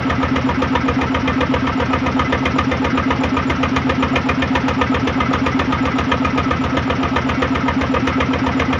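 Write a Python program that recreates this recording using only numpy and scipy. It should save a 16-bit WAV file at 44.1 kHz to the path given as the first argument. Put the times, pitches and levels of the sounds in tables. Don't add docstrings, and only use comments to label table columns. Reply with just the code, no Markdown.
import sys
import numpy as np
from scipy import signal
from scipy.fft import rfft, irfft, next_fast_len
from scipy.io import wavfile

SR = 44100
rng = np.random.default_rng(int(sys.argv[2]) if len(sys.argv) > 2 else 0)


def transcribe(signal):
    frames = np.atleast_2d(signal).T
    limited = np.clip(frames, -1, 1)
    pcm = np.round(limited * 32767).astype(np.int16)
    wavfile.write(sys.argv[1], SR, pcm)


N = 387638
TIME = np.arange(N) / SR

# (time [s], level [dB])
KNOCK_HARDNESS = [(0, -0.3), (.7, -2), (1.3, 1.5), (1.75, -1), (2.2, 0.1), (3.1, -0.3), (4.15, 3),
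                  (5.4, -0.9), (6.2, -0.1), (7.3, 0.2), (8.7, -0.7)]
KNOCK_SPREAD_DB = 0.97
REBOUND_S, REBOUND_DB = .0225, -9.0


def knock():
    hardness_db = at_firings(KNOCK_HARDNESS)
    knock_db = hardness_db + KNOCK_SPREAD_DB * rng.standard_normal(len(hardness_db))
    blow = block_and_covers(knock_db) + crack(knock_db)
    rings = sum(ringing(part, knock_db) for part in PART_RINGS)
    rebound = from_db(REBOUND_DB) * delayed(low_pass(rings, hz=1800), REBOUND_S)
    return blow + rings + rebound


# (frequency [Hz], width [Hz], level [dB])
BLOCK_MODES = [(453, 35, -5), (531, 55, -1.5), (709, 29, -5.5), (940.5, 35, -4), (1051, 45, -6),
               (1174, 54, -1), (1269, 38, -4.5), (1378, 37, -10.5), (1565, 24, -7.5)]
# (frequency [Hz], width [Hz], level [dB])
COVER_MODES = [(1674, 59, -8), (1788, 28, 0), (1895, 49, -7), (2067, 27, -2), (2188, 40, -7),
               (2404, 49, -9.5), (2548, 30, -7.5), (2850, 80, -12.5), (2962, 45, -10), (3180, 78, -10),
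               (3395, 38, -18), (3571, 38, -11.5), (4000, 37, -22), (5150, 32, -33.5), (5815, 80, -27),
               (5884, 57, -26), (6300, 63, -33)]


def block_and_covers(knock_db):
    heavy = stroke(delay_ms=2.5, rise_ms=3.0, t60=0.038, level_db=knock_db / 2 + 3.0, scatter_db=0.0)
    block = resonate(heavy * contacts(per_s=4000), BLOCK_MODES)
    sharp = stroke(delay_ms=0.91, rise_ms=1.42, t60=0.048, level_db=knock_db + 3.0, scatter_db=1.6)
    covers = resonate(sharp * contacts(per_s=4400), COVER_MODES)
    return block + covers


def clatter():
    fall = stroke(delay_ms=15.9, rise_ms=6.5, t60=0.069, level_db=1.0, scatter_db=1.0)
    touches = fall * contacts(per_s=2200)
    covers = from_db(-4.5) * resonate(low_pass(touches, hz=2740), COVER_MODES)
    return resonate(touches, BLOCK_MODES) + covers


# (frequency [Hz], level [dB])
CRACK_SPECTRUM = [(60, -23.5), (300, -4), (410, -10.5), (1500, -16), (3500, -20.5), (4400, -31),
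                  (5900, -30), (6800, -34), (7300, -46), (8000, -62), (9500, -47), (13000, -66),
                  (15000, -53.5)]


def crack(knock_db):
    burst = stroke(delay_ms=0.65, rise_ms=2.1, t60=0.099, level_db=knock_db + 1.3, scatter_db=1.5)
    return burst * engine_box(noise(CRACK_SPECTRUM))


PART_RINGS = {"case": (1.47, 503, -10.8, 2.5, 0.0527), "head": (2.04, 962, -11.5, 2.9, 0.05),
              "block": (3.47, 1238, -5.6, 4, 0.0451), "cover": (1.5, 2429.5, -19, 2.5, 0.06)}
RING_PER_KNOCK = {"case": -.6, "head": -.2, "block": .2, "cover": 1.9}
# (time [s], part, level above its usual ring [dB])
SQUARE_HITS = [(.485, "head", 9), (.747, "head", 11), (1.272, "cover", 5), (1.535, "case", 7.5),
               (1.928, "block", 6), (2.189, "block", 8), (2.45, "cover", 7.5), (2.581, "block", 6.5),
               (3.102, "head", 9.5), (3.363, "cover", 6.5), (4.154, "cover", 7), (4.809, "block", 7),
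               (5.199, "block", 7), (6.112, "block", 7), (6.243, "block", 7), (7.677, "head", 9),
               (7.938, "case", 7.5), (8.199, "case", 8)]
SHARE_RANGE_DB = 5.5


def ringing(part, knock_db):
    fired = firing_times()
    share_db = SHARE_RANGE_DB * rng.uniform(-1, 1, len(fired))
    for time_s, struck, db in SQUARE_HITS:
        if struck == part:
            share_db[np.argmin(abs(fired - time_s))] = db
    ring_db = RING_PER_KNOCK[part] * knock_db + share_db - 0.6
    return tones([PART_RINGS[part]], level_db=ring_db, scatter_db=0.1, jitter_ms=.6)


# (delay after firing [ms], frequency [Hz], level [dB], rise [ms], t60 [s])
THUD_MODES = [(-0.97, 198.8, -22.5, 24, 0.34), (.1, 82.2, -14.5, 6.3, .26), (7, 59.1, -28.5, 1.3, .22),
              (11.5, 255, -14, 2.0, 0.11), (34, 133.3, -7, 24, .3), (40, 143.2, -17.5, 8.0, 0.32),
              (45, 236, -15.5, 1.4, 0.075)]
# (frequency [Hz], level [dB])
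PUFF_SPECTRUM = [(50, -12), (110, -10.5), (450, -14.5), (1100, -22), (2200, -27), (3300, -40.5),
                 (4300, -33.5), (5600, -28), (6300, -39.5), (7000, -54.5), (8000, -69), (9500, -67),
                 (13000, -81)]
# (frequency [Hz], width [Hz], level [dB])
SILENCER_MODES = [(1309, 40, -1.5), (1597, 35, -9), (2021, 31, -6), (2220, 34, -10.5)]


def exhaust():
    flow = stroke(delay_ms=52.1, rise_ms=8.8, t60=0.1, level_db=0.36, scatter_db=0.56)
    shell_force = stroke(delay_ms=44.6, rise_ms=8.8, t60=0.18, level_db=-1.5, scatter_db=1.5)
    thud = tones(THUD_MODES, level_db=1.14, scatter_db=0.3, jitter_ms=0.063)
    puff = flow * engine_box(noise(PUFF_SPECTRUM))
    shell = resonate(shell_force * contacts(per_s=3600), SILENCER_MODES)
    return thud + puff + shell


# (delay after firing [ms], frequency [Hz], level [dB], rise [ms], t60 [s])
HUM_MODES = [(82.93, 131.9, -15.5, 1.7, 0.26), (82.51, 260.5, -0.23, 10.3, 0.12),
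             (108.65, 257, -14, 4.5, .12)]
# (time [s], level [dB])
HUM_LEVEL = [(0, .3), (1.5, .4), (2.3, -.8), (2.8, .7), (4.2, -0.1), (4.9, 1.2), (5.8, 1), (6.2, -1.1),
             (7.25, -1.5), (7.45, 1), (8.7, 0)]
# (frequency [Hz], width [Hz], level [dB])
VALVE_MODES = [(377, 56, -7), (512, 35, -6.5), (688, 45, -7), (760, 37, -9), (857, 38, -4.5),
               (1300, 48, -4.5)]
# (frequency [Hz], width [Hz], level [dB])
SPRING_MODES = [(7086, 42, -27), (7200, 81, -37.5)]


def intake():
    seat_force = stroke(delay_ms=97.8, rise_ms=4.4, t60=0.19, level_db=.5, scatter_db=1.05)
    spring_force = stroke(delay_ms=101.3, rise_ms=2.5, t60=0.089, level_db=-1.0, scatter_db=2.5)
    hum = tones(HUM_MODES, level_db=at_firings(HUM_LEVEL) + 0.1, scatter_db=0.65, jitter_ms=0.26)
    tick = resonate(seat_force * contacts(per_s=3000), VALVE_MODES)
    spring = resonate(spring_force * contacts(per_s=4400), SPRING_MODES)
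    return hum + tick + spring


# (time [s], cycle length [ms])
CYCLE_LENGTH = [(0.0, 130.25), (1.4, 131.67), (1.6, 130.14), (1.8, 131.23), (2.8, 129.86), (3.4, 131.55),
                (3.999, 132.0), (5.2, 129.4), (5.6, 130.77), (6.0, 131.02), (6.399, 130.58), (7.6, 130.03),
                (8.6, 131.59)]
FIRST_FIRING_S = -.0362


def firing_times():
    time_s, cycle_ms = np.transpose(CYCLE_LENGTH)
    fired = [FIRST_FIRING_S]
    while fired[-1] < N / SR:
        fired.append(fired[-1] + np.interp(fired[-1], time_s, cycle_ms) / 1000)
    return np.array(fired[:-1])


def at_firings(curve):
    return np.interp(firing_times(), *np.transpose(curve))


def each_cycle(shape, delay_ms, level_db, scatter_db):
    fired = firing_times()
    period = np.gradient(fired)
    starts = fired + delay_ms / 1000 * period / period.mean()
    gains = from_db(level_db + scatter_db * rng.uniform(-2, 2, len(starts)))
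    out = np.zeros(N + 2 * SR)
    for start, gain in zip(starts, gains):
        at = SR + round(start * SR)
        out[at:at + len(shape)] += gain * shape
    return out[SR:SR + N]


def envelope(rise_ms, t60):
    age = TIME[:SR // 2]
    attack = (1 - np.exp(-age / (rise_ms / 1000))) ** 2
    return attack * from_db(-60 * age / t60)


def stroke(delay_ms, rise_ms, t60, level_db, scatter_db):
    shape = envelope(rise_ms, t60)
    return each_cycle(shape / shape.max(), delay_ms, level_db, scatter_db)


def tones(modes, level_db, scatter_db, jitter_ms):
    out = np.zeros(N)
    late_ms = jitter_ms * rng.standard_normal(len(firing_times()))
    for delay_ms, hz, db, rise_ms, t60 in modes:
        shape = envelope(rise_ms, t60)
        ring = shape * np.sin(2 * np.pi * hz * TIME[:len(shape)])
        out -= each_cycle(ring, delay_ms + late_ms, db + level_db, scatter_db)
    return out


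def contacts(per_s):
    touching = rng.random(N) < per_s / SR
    return touching * rng.choice([-1, 1], N) * np.sqrt(SR / per_s)


def resonate(force, modes):
    out = np.zeros(N)
    for k, (hz, width, db) in enumerate(modes):
        radius = np.exp(-np.pi * width / SR)
        poles = [1, -2 * radius * np.cos(2 * np.pi * hz / SR), radius ** 2]
        ring = (1 - radius ** 2) / 2 * signal.lfilter([1, 0, -1], poles, force + 1e-18)
        out += (-1) ** k * from_db(db) * ring
    edges_hz = [modes[0][0] / 1.3, modes[-1][0] * 1.08]
    return signal.sosfilt(signal.butter(6, edges_hz, "band", fs=SR, output="sos"), out)


# (delay [ms], gain [ratio])
BOX_ECHOES = [(2.3, .3), (3.9, -.3), (6.1, .25)]


def engine_box(x):
    echoes = sum(gain * delayed(x, delay_ms / 1000) for delay_ms, gain in BOX_ECHOES)
    power = 1 + sum(gain ** 2 for _, gain in BOX_ECHOES)
    return (x + echoes) / np.sqrt(power)


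# (frequency [Hz], level [dB])
WASH_SPECTRUM = [(20, -28), (45, -23), (85, -14.5), (180, -14), (280, -11.5), (420, -17), (1300, -18.5),
                 (2800, -24), (4400, -37), (5700, -37), (6300, -53), (8000, -69), (9500, -63.5),
                 (14000, -77.5)]


def wash():
    return noise(WASH_SPECTRUM)


def noise(spectrum):
    hz, db = np.transpose(spectrum)
    size = next_fast_len(N)
    bin_hz = np.maximum(np.arange(size // 2 + 1) * SR / size, 1)
    gains = from_db(np.interp(np.log(bin_hz), np.log(hz), db))
    return irfft(rfft(rng.standard_normal(size)) * gains, size)[:N]


def low_pass(x, hz):
    return signal.sosfilt(signal.butter(2, hz, fs=SR, output="sos"), x)


def delayed(x, seconds):
    return np.interp(TIME - seconds, TIME, x, left=0)


def from_db(db):
    return 10 ** (np.asarray(db) / 20)


def scene():
    return (knock() + clatter() + exhaust() + intake() + wash())[None]


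LOW_CUT_HZ, HIGH_CUT_HZ = 45, 15700


def record(dry):
    thin = signal.sosfilt(signal.butter(4, LOW_CUT_HZ, "high", fs=SR, output="sos"), dry)
    rounded = 1.601 * np.tanh(thin / 1.589)
    return signal.sosfilt(signal.ellip(10, .1, 80, HIGH_CUT_HZ, fs=SR, output="sos"), rounded)


dry = scene()
out = record(dry)
transcribe(out)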